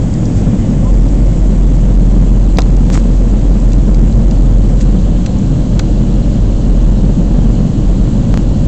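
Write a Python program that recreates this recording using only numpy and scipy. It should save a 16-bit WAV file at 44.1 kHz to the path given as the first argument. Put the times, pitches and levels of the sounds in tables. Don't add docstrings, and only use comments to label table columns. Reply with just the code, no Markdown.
import sys
import numpy as np
from scipy import signal
from scipy.fft import rfft, irfft
from scipy.io import wavfile
from scipy.ndimage import uniform_filter1d

SR = 44100
rng = np.random.default_rng(int(sys.argv[2]) if len(sys.argv) > 2 else 0)


def volts(x):
    e = np.asarray(x, float) / 20
    return 10 ** e


def transcribe(signal):
    frames = np.atleast_2d(signal).T
    limited = np.clip(frames, -1, 1)
    pcm = np.round(limited * 32767).astype(np.int16)
    wavfile.write(sys.argv[1], SR, pcm)


N = 382347
CEILING, OFFSET = .709, -.07


def evened(x):
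    return x / np.sqrt(np.mean(x ** 2) + 1e-20)


def read(points, hz):
    f, value = np.transpose(points)
    octaves_above = np.maximum(np.log2((hz + 1) / f[-1]), 0)
    return np.interp(np.log(hz + 1), np.log(f + 1), value) - 24 * octaves_above


def curve(rows, t, axis=1):
    rows = np.array(rows)
    return np.interp(t, rows[:, 0], rows[:, axis])


def add(mix, s, sound):
    part = mix[round(s * SR):][:len(sound)]
    part += sound[:len(part)]


def noise(colour_db, patchy_db, size):
    hop = size // 4
    frames, hz = N // hop + 5, np.fft.rfftfreq(size, 1 / SR)[:, None]
    a, b, patches = rng.standard_normal((frames, len(hz), 3)).T
    for axis in (0, 1):
        patches = uniform_filter1d(patches, size=9, axis=axis)
    level_db = colour_db(hz, np.arange(frames) * hop / SR) + patchy_db * evened(patches)
    z = (a + 1j * b) * volts(level_db)
    return evened(signal.istft(z, nperseg=size, noverlap=size - hop)[1][:N])


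# time in seconds, level in dB.
BOOM = [(0, -16), (.3, -25), (.68, -23), (.87, -8.5), (1.9, -7.5), (2.2, -4.5), (3.2, -8.5), (4.5, -5),
        (5.4, -14), (6.9, -8.5), (7.2, -13.5), (7.55, -8), (7.72, -15), (7.85, -9), (8.67, -14.5)]
# time in seconds, level in dB.
SPOOL = [(0.0, -22.5), (3.5, -33.5), (3.96, -13), (4.42, -37), (4.61, -19.5), (6.59, -28), (7.75, -21),
         (8.04, -41), (8.67, -14.5)]


def boom(t):
    waver = rng.standard_normal(N)
    for _ in range(2):
        waver = uniform_filter1d(waver, size=2000)
    waver = evened(waver)
    slow_hz = 44.71 - .38 * t + 0.519 * waver
    fast_hz = 101.65 + 1.2 * waver[::-1]
    slow = volts(curve(BOOM, t)) * np.sin(2 * np.pi * np.cumsum(slow_hz) / SR)
    fast = volts(curve(SPOOL, t) - 5.0) * np.sin(2 * np.pi * np.cumsum(fast_hz) / SR)
    return np.sqrt(2) * (slow + fast)


def coupling_db(t):
    level_db = curve(BOOM, t)
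    return level_db - level_db.mean()


# start in seconds, peak in dB, centre in Hz,
# spread in octaves, time to fade by 60 dB in seconds.
TICKS = [(0.139, -19.5, 5800, 0.98, 0.018), (.2552, -22.5, 5760, 0.4, 0.054), (1.087, -31, 5000, .6, 0.018),
         (2.5716, -12.5, 5400, 0.93, 0.0075), (2.589, -6, 6100, 2.5, 0.018), (2.5915, -15, 740, 0.75, 0.12),
         (2.6045, -17, 5960, 0.88, 0.016), (2.6195, -9.5, 7200, 1.3, 0.0078),
         (2.7668, -19, 7000, 0.59, 0.0091), (2.9527, -16, 1110, 1.1, 0.045),
         (3.601, -24.5, 7000, .6, 0.018), (3.7195, -21, 6500, 1.1, 0.024), (3.7325, -16, 6500, 1.3, 0.014),
         (3.945, -19.5, 6000, 1.2, 0.02), (4.126, -24, 5560, .7, 0.014), (4.311, -18, 6550, 1.9, 0.016),
         (4.8093, -17.5, 4500, 2.3, 0.024), (5.2608, -16, 5000, 2.1, 0.03),
         (5.385, -28.5, 7000, 0.28, .025), (5.7934, -9, 4770, 1.2, 0.025), (5.7963, -14, 890, 1.6, 0.03)]
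# pitch in Hz, level in dB, time to fade by 60 dB in seconds.
HOUSING = [(750, -2, .010), (1500, -5, .006), (2300, -1, .007), (2800, 1, .007), (4200, 0, .006),
           (5000, 1, .006), (6100, -2, .005), (6850, -2, .005), (7650, 1, .005)]


def ticks():
    bare = 2.0
    out, u = np.zeros(N), np.arange(2000) / SR
    draws = rng.standard_normal((len(TICKS), len(u)))
    hz = np.fft.rfftfreq(len(u), 1 / SR) + 1
    ring = sum(volts(g - 60 * u / d) * np.sin(2 * np.pi * f * u) for f, g, d in HOUSING)
    for (s, db, centre_hz, spread, t60), draw in zip(TICKS, draws):
        colour_db = -6 * (np.log2(hz / centre_hz) / spread) ** 2
        crackle = irfft(rfft(draw) * volts(colour_db), len(u))
        crackle *= volts(-60 * u / t60)
        tick = evened(np.convolve(crackle, ring)[:len(u)]) + bare * evened(crackle)
        add(out, s, volts(db) * tick / abs(tick).max())
    return out


def grip():
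    touch = np.zeros(N)
    for s, *_ in TICKS:
        add(touch, s - .007, np.hanning(800))
    return 1 - .25 * np.minimum(touch, 1)


# time in seconds, signed height (1 = full scale), fall in ms, rise in ms.
BLOW = [
    (2.5859, -1.5, 3, .03),
    (2.5866, 2.3, 3, .03),
    (2.5900, -.8, .5, .05),
    (2.5910, .7, 1.2, .1),
]
# time in seconds, height (1 = full scale), fall in ms, rise in ms.
KNOCKS = [
    (2.9018, .55, .6, .002),
    (2.9758, 1.6, .5, .18),
    (5.2100, .15, .6, .15),
    (5.7940, .6, .12, .005),
    (8.3413, .8, .5, .04),
    (8.3748, .65, 2.5, .012),
]


def knocks(capsule):
    out, ms = np.zeros(N), np.arange(1500) / SR * 1000
    lone = [(s, -np.sign(capsule[round(s * SR)]) * height, *shape) for s, height, *shape in KNOCKS]
    for s, height, fall_ms, rise_ms in BLOW + lone:
        add(out, s, height * np.exp(-ms / fall_ms) * (1 - np.exp(-ms / rise_ms)))
    return out


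# peak time in seconds, peak in dB, swell in seconds, fade in seconds.
RUBS = [
    (.385, -35.5, .07, 0.064),
    (2.941, -23.5, .035, 0.08),
    (4.82, -30.5, 0.038, 0.041),
]
# frequency in Hz, level in dB per Hz.
SLIDE = [(500, 0.5), (1200, -2.5), (2500, -10.5), (5000, -5), (7600, -1), (9000, -4.5)]
# time in seconds, pitch in Hz, level in dB.
SQUEAK = [
    (.843, 960, -48),
    (.858, 990, -33),
    (.884, 1040, -31),
    (.905, 1090, -50),
]


def rubs(t):
    grain = noise(lambda hz, s: read(SLIDE, hz), patchy_db=2.2, size=64)
    strokes = np.zeros(N)
    for s, db, swell, fade in RUBS:
        away = np.maximum((s - t) / swell, (t - s) / fade)
        strokes += volts(db - 20 * away)
    sounding = (t > SQUEAK[0][0]) * (t < SQUEAK[-1][0])
    tone = np.sin(2 * np.pi * np.cumsum(curve(SQUEAK, t)) / SR)
    squeak = tone * volts(curve(SQUEAK, t, axis=2)) * sounding
    return strokes * grain + np.sqrt(2) * squeak


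# frequency in Hz, level in dB per Hz.
RUMBLE = [(15, -17), (28, -12.5), (60, -3), (76, -8.5), (94, -2), (109, 1.5), (125, 0), (170, -1.5),
          (210, -1), (260, -8), (310, -10), (400, -24.5), (600, -72.5)]
# frequency in Hz, level in dB per Hz.
ROAR = [(250, -14), (360, -1), (450, 4), (540, 6), (640, -1.5), (900, -9), (1200, -14), (1700, -22.5),
        (2300, -40.5), (4000, -59)]
# frequency in Hz, level in dB per Hz.
HULL = [(22, -19), (30, -10), (40, -2), (50, 4), (58, -3), (70, -28)]


def airflow(t):
    rumble = noise(lambda hz, s: read(RUMBLE, hz), patchy_db=0.78, size=4096)
    roar = noise(lambda hz, s: read(ROAR, hz), patchy_db=0.4, size=1024)
    hum = noise(lambda hz, s: read(HULL, hz), patchy_db=.5, size=8192)
    contact_s, settle_s, loose_db = .78, .1, -7
    hum_db = -15 + loose_db * np.clip((contact_s - t) / settle_s, 0, 1)
    rumble_db = -11.5 - 0.05 * coupling_db(t)
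    return volts(rumble_db) * rumble + volts(-28.5) * roar + volts(hum_db) * hum


# frequency in Hz, level in dB.
HISS = [(900, -14), (1600, 1.5), (2070, 4), (2350, 1.5), (2700, 0), (3300, .5), (3700, -3), (5200, -3.5),
        (6200, -1.5), (7050, 2.5), (7600, 1), (8100, 1), (10000, -2)]
# frequency in Hz, level in dB.
GAP = [(900, -14), (1600, .5), (2150, -1.5), (2600, -.5), (2850, 3.5), (3250, 2), (3550, -.5), (3900, -.3),
       (4170, 3), (4420, -1), (5350, -4.5), (6700, .3), (7400, .3), (8000, -2.5)]
# time in seconds, closure from 0 to 1.
CLOSED = [
    (0, 0),
    (1.3, .05),
    (2, .5),
    (4.7, .6),
    (4.85, 1),
    (8.67, 1),
]


def vents(t):
    def colour_db(hz, s):
        open_db = read(HISS, hz)
        return open_db + (read(GAP, hz) - open_db) * curve(CLOSED, s)

    hiss_db = -39.5 - 0.028 * coupling_db(t)
    return volts(hiss_db) * noise(colour_db, patchy_db=1.0, size=512)


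def band_limited(x, edge_hz=8450):
    taps = signal.firwin(numtaps=121, cutoff=edge_hz, window=("kaiser", 7.5), fs=SR)
    return signal.oaconvolve(np.pad(x, len(taps) // 2, "edge"), taps, "valid")


def scene():
    t = np.arange(N) / SR
    air = boom(t) + airflow(t) + vents(t) + rubs(t) + OFFSET
    capsule = grip() * np.clip(band_limited(air), -CEILING, CEILING)
    steps = knocks(capsule)
    touches = band_limited(ticks() + .4 * steps) + .6 * steps
    return (capsule + touches)[None]


def band_limit(x):
    return signal.sosfilt(signal.butter(12, 15900, fs=SR, output="sos"), x)


def record(dry):
    clipped = np.clip(dry[0], -CEILING, CEILING)
    narrow = band_limited(clipped, edge_hz=8050)
    spill = volts(-8.0) * (clipped - narrow)
    heard = narrow + spill
    return band_limit(heard[None])


dry = scene()
out = record(dry)
transcribe(out)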